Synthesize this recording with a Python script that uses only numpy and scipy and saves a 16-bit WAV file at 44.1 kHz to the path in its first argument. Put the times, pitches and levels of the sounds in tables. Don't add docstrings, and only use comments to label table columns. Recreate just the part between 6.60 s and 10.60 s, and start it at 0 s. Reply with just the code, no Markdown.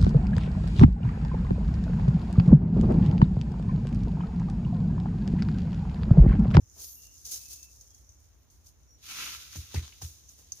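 import sys
import numpy as np
from scipy import signal
from scipy.fft import rfft, irfft, next_fast_len
from scipy.io import wavfile

SR = 44100
rng = np.random.default_rng(int(sys.argv[2]) if len(sys.argv) > 2 else 0)


def materialize(psi):
    bounded = np.clip(np.atleast_2d(psi).T, -1, 1)
    quanta = np.round(bounded * 32767).astype(np.int16)
    wavfile.write(sys.argv[1], SR, quanta)


N = 176400

# t/s, level/dB (all table levels are relative)
SHAKE = [(2.36, -80), (2.415, -67), (2.436, -54), (2.475, -51), (2.49, -46.5), (2.56, -44.5),
         (2.635, -43.5), (2.675, -45), (2.725, -46), (2.8, -50.5), (2.9, -56), (2.94, -52.5), (3.06, -58),
         (3.15, -54), (3.24, -60), (3.36, -62), (3.55, -65), (3.66, -71), (4, -68.5)]
# f/Hz, level/dB
RUSTLE_TONE = [(150, -30), (700, -19), (1500, -11), (2400, -3), (3800, 4), (6000, -1), (9000, -5),
               (12000, -4), (15500, -10)]
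# f/Hz, level/dB
SLAP_TONE = [(70, -12), (150, -8.5), (320, -10), (600, -19), (900, -12), (1350, 0.5), (1800, -6),
             (2600, 2.5), (4500, -12.5), (9000, -40)]

def shaken_leaves():
    level_db = np.interp(clock(), *np.transpose(SHAKE)) + wobble(60)
    rustle = coloured(crackle(rate=4000, spread_db=3, blur=0.72), RUSTLE_TONE)
    slaps = coloured(crackle(rate=1500, spread_db=2, blur=0.73), SLAP_TONE)
    hard_shake_db = -43
    slap_db = -42.5 + 1.71 * (level_db - hard_shake_db)
    return amp(level_db + 2) * rustle + amp(slap_db) * slaps


# t/s, thud/dB, knock/dB, crack/dB, grass/dB, grass fade/s
LANDINGS = [(2.9572, -33.5, -52.5, -48, -48, .35), (3.145, -22.5, -41, -37.5, -50, .35),
            (3.4191, -33.5, -55.5, -46, -46.5, 0.53)]
# f/Hz, level/dB
KNOCK_TONE = [(60, -12), (150, -1.5), (275, 2), (400, -5.5), (900, -34), (2000, -44), (5000, -70)]
# f/Hz, level/dB
CRACK_TONE = [(150, -6), (450, 1.5), (1000, -7), (2100, -12), (3200, -5.5), (6000, -6), (9000, -18),
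              (15500, -44)]
# t/s, level/dB, rise/s, hold/s, fade/s
BRUSHES = [(3.157, -46, 0.058, 0.0082, 0.21), (3.228, -51, .012, .03, .22),
           (3.423, -52.5, 0.0057, 0.022, 0.14)]
# f/Hz, level/dB
BRUSH_TONE = [(200, -13), (700, -10), (1300, -4), (2100, -9), (3600, 3.5), (6000, -8), (9000, -10),
              (15500, -27)]

def falling_fruit():
    knock = coloured(noise(), KNOCK_TONE)
    crack = narrowed(coloured(noise(), CRACK_TONE), width=0.4)
    grass = coloured(crackle(rate=9800, spread_db=-4, blur=0.64), GRASS_TONE)
    out = swells(BRUSHES) * coloured(crackle(rate=1100, spread_db=4.5, blur=0.46), BRUSH_TONE)
    for s, thud_db, knock_db, crack_db, grass_db, grass_fade in LANDINGS:
        out += amp(thud_db) * (thud(s) + amp(-15.5) * thud(s + 0.0486))
        flesh = np.sin(2 * np.pi * 283 * (clock() - s - .0015))
        out += flesh * swell(s + 0.004, knock_db, 0.0016, .003, .045)
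        out += knock * swell(s + 0.002, knock_db, 0.0048, 0.0022, 0.052)
        out += knock * swell(s + 0.0097, knock_db - 8.5, 0.021, 0.016, 0.3)
        out += crack * swell(s, crack_db, 0.0045, 0.0026, 0.022)
        out += grass * swell(s, grass_db, 0.011, 0.0097, grass_fade)
    return out


def thud(s):
    end_hz, drop_hz, glide_s, peak_s = 75.1, 82, 0.0113, 0.043
    t, out = np.arange(SR // 6) / SR, np.zeros(N + SR)
    phase = 2 * np.pi * (end_hz * t + drop_hz * glide_s * (1 - np.exp(-t / glide_s)))
    wave = np.sin(phase) + amp(-10.5) * np.sin(1.567 * phase)
    width_s = np.where(t < peak_s, 0.023, 0.0085)
    out[round(s * SR):][:len(t)] = wave * np.exp(-.5 * ((t - peak_s) / width_s) ** 2)
    return out[:N]


# t/s, f/Hz, level/dB, fade/s
CLACKS = [(3.156, 2180, -43, 0.17), (3.325, 2850, -48, 0.036), (3.417, 760, -45, 0.032)]

def wood_clacks(sharpness=5.4):
    out = np.zeros((2, N))
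    for s, hz, db, fade in CLACKS:
        ring = filtered(noise(), lambda f: 1 / (1 + (sharpness * (f / hz - 1)) ** 2))
        out += narrowed(ring, width=0.4) * swell(s, db, 0.00097, 0.00072, fade)
    return out


# t/s, level/dB
SNAPS = [(0.296, -44), (0.653, -35), (.743, -33), (0.854, -41), (.957, -47), (1.028, -39.5), (1.21, -41.5),
         (1.346, -46), (1.491, -46), (1.9, -54), (2.068, -47.5), (2.928, -43), (2.959, -39), (3.277, -43),
         (3.420, -32.5), (3.69, -43), (3.92, -27)]
# f/Hz, level/dB
TWIG_TONE = [(1000, -20), (3200, -40), (4400, -5), (5300, 0), (6500, 3), (8000, -9), (15500, -18)]

def twig_snaps():
    breaks = swells([(s + 0.0011, db - 12, .001, .0008, 0.012) for s, db in SNAPS])
    splinters = swells([(s + 0.0018, db - 20.5, .002, .004, 0.045) for s, db in SNAPS])
    pitch_hz = 6250 + 200 * np.array([wobble(300), wobble(300)])
    note = amp(1.5) * np.sin(2 * np.pi * np.cumsum(pitch_hz, axis=1) / SR)
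    tick = coloured(noise(), TWIG_TONE) + note
    fibres = coloured(crackle(rate=850, spread_db=2.5, blur=0.47), TWIG_TONE)
    return breaks * tick + splinters * fibres


# t/s, level/dB, rise/s, hold/s, fade/s
STEPS = [(.215, -47.5, 0.07, 0.02, 0.4), (.425, -59, 0.044, 0.014, 0.21), (.59, -62.5, 0.29, .04, 0.49),
         (.653, -49.5, 0.011, 0.11, 0.41), (.718, -40, 0.026, 0.021, 0.16),
         (.805, -50.5, 0.024, 0.011, 0.36), (.905, -51, 0.08, 0.024, 0.37),
         (1.03, -55.5, 0.012, 0.0041, 0.14), (1.12, -65.5, 0.1, 0.097, 0.62),
         (1.345, -70, 0.022, 0.047, 0.3), (1.495, -75, .01, 0.0091, 0.33), (1.6, -74, 0.022, 0.027, 0.48),
         (1.903, -71, .006, 0.024, 0.63), (2.068, -64.5, 0.051, 0.016, 0.16),
         (3.692, -63, 0.0074, .015, 0.45), (3.79, -63.5, .04, 0.018, 0.16),
         (3.99, -60.5, 0.11, 0.016, 0.35)]
# f/Hz, level/dB
GRASS_TONE = [(100, -8), (250, -13), (480, -12.5), (900, -18), (1900, -16.5), (3000, -7), (4500, 2),
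              (6300, 3), (8500, 3), (12000, 0), (15500, -1)]
# t/s, level/dB
SWISH = [(0, -70.5), (.15, -65.5), (.48, -64), (.63, -62.5), (.73, -52), (.79, -78), (1.0, -65), (1.2, -65),
         (1.45, -70), (1.8, -80), (3.3, -68.5), (3.5, -77), (3.65, -66.5), (3.9, -67.5), (4, -61)]
# f/Hz, level/dB
STEM_TONE = [(1000, -22), (3000, -32), (4300, -15), (5600, 2), (6800, 2), (7600, -4.5), (15500, -14)]
# f/Hz, level/dB
TIP_TONE = [(3000, -40), (8500, -19), (12000, 3), (15500, -7)]
# t/s, level/dB, rise/s, hold/s, fade/s
TREADS = [(.17, -52, 0.026, 0.035, 0.27), (.655, -57, 0.016, 0.031, 0.17), (3.79, -56, 0.025, 0.0097, 0.31),
          (3.99, -57, 0.024, .02, .3)]
# f/Hz, level/dB
SOIL_TONE = [(60, -13), (150, -10), (280, 0.5), (480, 0), (1000, -8), (2500, -15), (6000, -55)]

def footsteps():
    blades = coloured(crackle(rate=6400, spread_db=0.5, blur=0.45), GRASS_TONE)
    brittle = coloured(crackle(rate=320, spread_db=2, blur=0), GRASS_TONE)
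    crunch = amp(3.5 + 2.4 * wobble(130)) * swells(STEPS) * (blades + amp(-8.5) * brittle)
    stems = coloured(crackle(rate=900, spread_db=5, blur=0.92), STEM_TONE)
    swish = amp(np.interp(clock(), *np.transpose(SWISH)) + 1.8 * wobble(45)) * stems
    tips = coloured(crackle(rate=2700, spread_db=0.5, blur=0.7), TIP_TONE)
    drag = tips * swell(0.24, db=-50.5, rise=0.08, hold=0.11, fade=0.44)
    t = clock() - 0.0312
    heel = amp(-45) * np.cos(2 * np.pi * 97 * t) * np.exp(-.5 * (t / 0.0098) ** 2)
    scuff = amp(-12) * swells(TREADS) * coloured(noise(), SOIL_TONE)
    return crunch + swish + drag + heel + scuff


# t/s, length/s, f/Hz, glide/Hz, level/dB
BIRD_CALLS = [(0.356, 0.22, 2775, 40, -69), (0.779, 0.18, 2580, 45, -68), (0.948, 0.18, 2660, -25, -68),
              (1.25, .17, 3280, 30, -80), (1.448, 0.11, 5930, 8, -72), (2.275, 0.11, 5720, -24, -69)]

def birds(scatter=.9, spread_hz=260):
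    out = np.zeros((2, N))
    smear = 1 + scatter * np.array([wobble(spread_hz) + 1j * wobble(spread_hz) for _ in range(2)])
    for s, length, hz, glide_hz, db in BIRD_CALLS:
        progress = np.linspace(0, 1, int(length * SR))
        at = round(s * SR) + np.arange(len(progress))
        whistle = np.exp(2j * np.pi * np.cumsum(hz + glide_hz * progress) / SR)
        arch = np.sqrt(np.abs(np.sin(np.pi * progress)))
        out[:, at] += amp(db) * arch * np.real(whistle * smear[:, at])
    return out


# f/Hz, level/dB
RUMBLE_TONE = [(20, -52), (38, -29.5), (58, 0.5), (85, -6), (125, -16), (190, -24.5), (280, -23.5),
               (550, -31), (1200, -35.5), (2500, -40.5), (8000, -62.5), (15500, -50)]
# f/Hz, level/dB
HISS_TONE = [(1500, -14), (4000, -25), (5800, 4), (6800, 5.5), (7600, -2.5), (15500, 5)]

def background():
    rumble = amp(-60) * coloured(noise(), RUMBLE_TONE)
    hiss = amp(-79 + 4.6 * wobble(18)) * coloured(noise(), HISS_TONE)
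    return rumble + hiss


def thicket(x, fade_s, echo_db):
    t = np.arange(SR // 2) / SR
    tail = rng.standard_normal((2, len(t))) * amp(-60 * t / fade_s) * (t > .004)
    echo = signal.fftconvolve(x, tail / np.linalg.norm(tail[0]), axes=1)[:, :N]
    return amp(echo_db) * filtered(echo, lambda hz: hz ** 2 / (hz ** 2 + 700 ** 2))


# f/Hz, likeness (1 = the same)
LIKENESS = [(100, 0.59), (330, 0.28), (1300, 0.48), (2200, 0.33), (3500, -0.22), (6000, -0.12),
            (10000, -0.079)]

def coloured(pair, tone):
    def response(hz):
        angle = np.arccos(np.clip(along(LIKENESS, hz), -1, 1)) / 2
        return amp(along(tone, hz)) * [np.cos(angle), np.sin(angle)]
    mid, side = filtered(pair, response)
    return unit(np.array([mid + side, mid - side]))


def crackle(rate, spread_db, blur):
    when, size, side = rng.random((int(rate * N / SR), 3)).T
    gain = amp(-spread_db * np.log(size + .01))
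    at = (when * N).astype(int)
    ticks = np.array([np.bincount(at, gain * f(2 * np.pi * side), N) for f in (np.cos, np.sin)])
    return unit(unit(ticks) + blur * noise())


def swell(s, db, rise, hold, fade):
    a, b = np.clip([(s - 4 * rise) * SR, (s + hold + 2 * fade) * SR], 0, N).astype(int)
    t, out = np.arange(a, b) / SR - s, np.zeros(N)
    out[a:b] = amp(db + 20 * np.minimum(t, 0) / max(rise, 1e-4) - 60 * np.maximum(t - hold, 0) / fade)
    return out


def swells(rows):
    return np.sqrt(sum(swell(*row) ** 2 for row in rows))


def narrowed(pair, width):
    mid = pair.mean(axis=0)
    return unit(mid + width * (pair - mid))


def filtered(x, response):
    m = next_fast_len(N + SR // 2)
    return irfft(rfft(x, m) * response(np.fft.rfftfreq(m, 1 / SR)), m)[..., :N]


def wobble(rate):
    points = rng.standard_normal(int(N * rate / SR) + 4)
    return np.interp(clock() * rate, np.arange(len(points)), points)


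def noise():
    return rng.standard_normal((2, N))


def along(points, hz):
    f, value = np.transpose(points)
    return np.interp(np.log(hz + 1), np.log(f + 1), value)


def amp(db):
    return 10 ** (np.asarray(db) / 20)


def unit(x):
    return x / np.sqrt(np.mean(x ** 2) + 1e-20)


def clock():
    return np.arange(N) / SR


def scene():
    near = footsteps() + shaken_leaves() + falling_fruit() + wood_clacks() + twig_snaps()
    return near + thicket(near, fade_s=0.079, echo_db=-9.5) + birds() + background()


# f/Hz, level/dB
MIC_TONE = [(4500, 0), (5600, 4.5), (6350, 8), (6850, 7), (7200, -3), (8100, -4), (9200, 0), (15000, 2.5)]

def record(dry):
    lag_s, lean_db, top_hz = .00007, 0.3, 15550
    def response(hz):
        lag_and_lean = (2j * np.pi * hz * lag_s + np.log(amp(lean_db))) / (1 + (hz / 4000) ** 2)
        left_right = np.exp(np.array([[-.5], [.5]]) * lag_and_lean)
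        return left_right * amp(along(MIC_TONE, hz)) * (hz < top_hz)
    return filtered(dry, response)


dry = scene()
out = record(dry)
materialize(out)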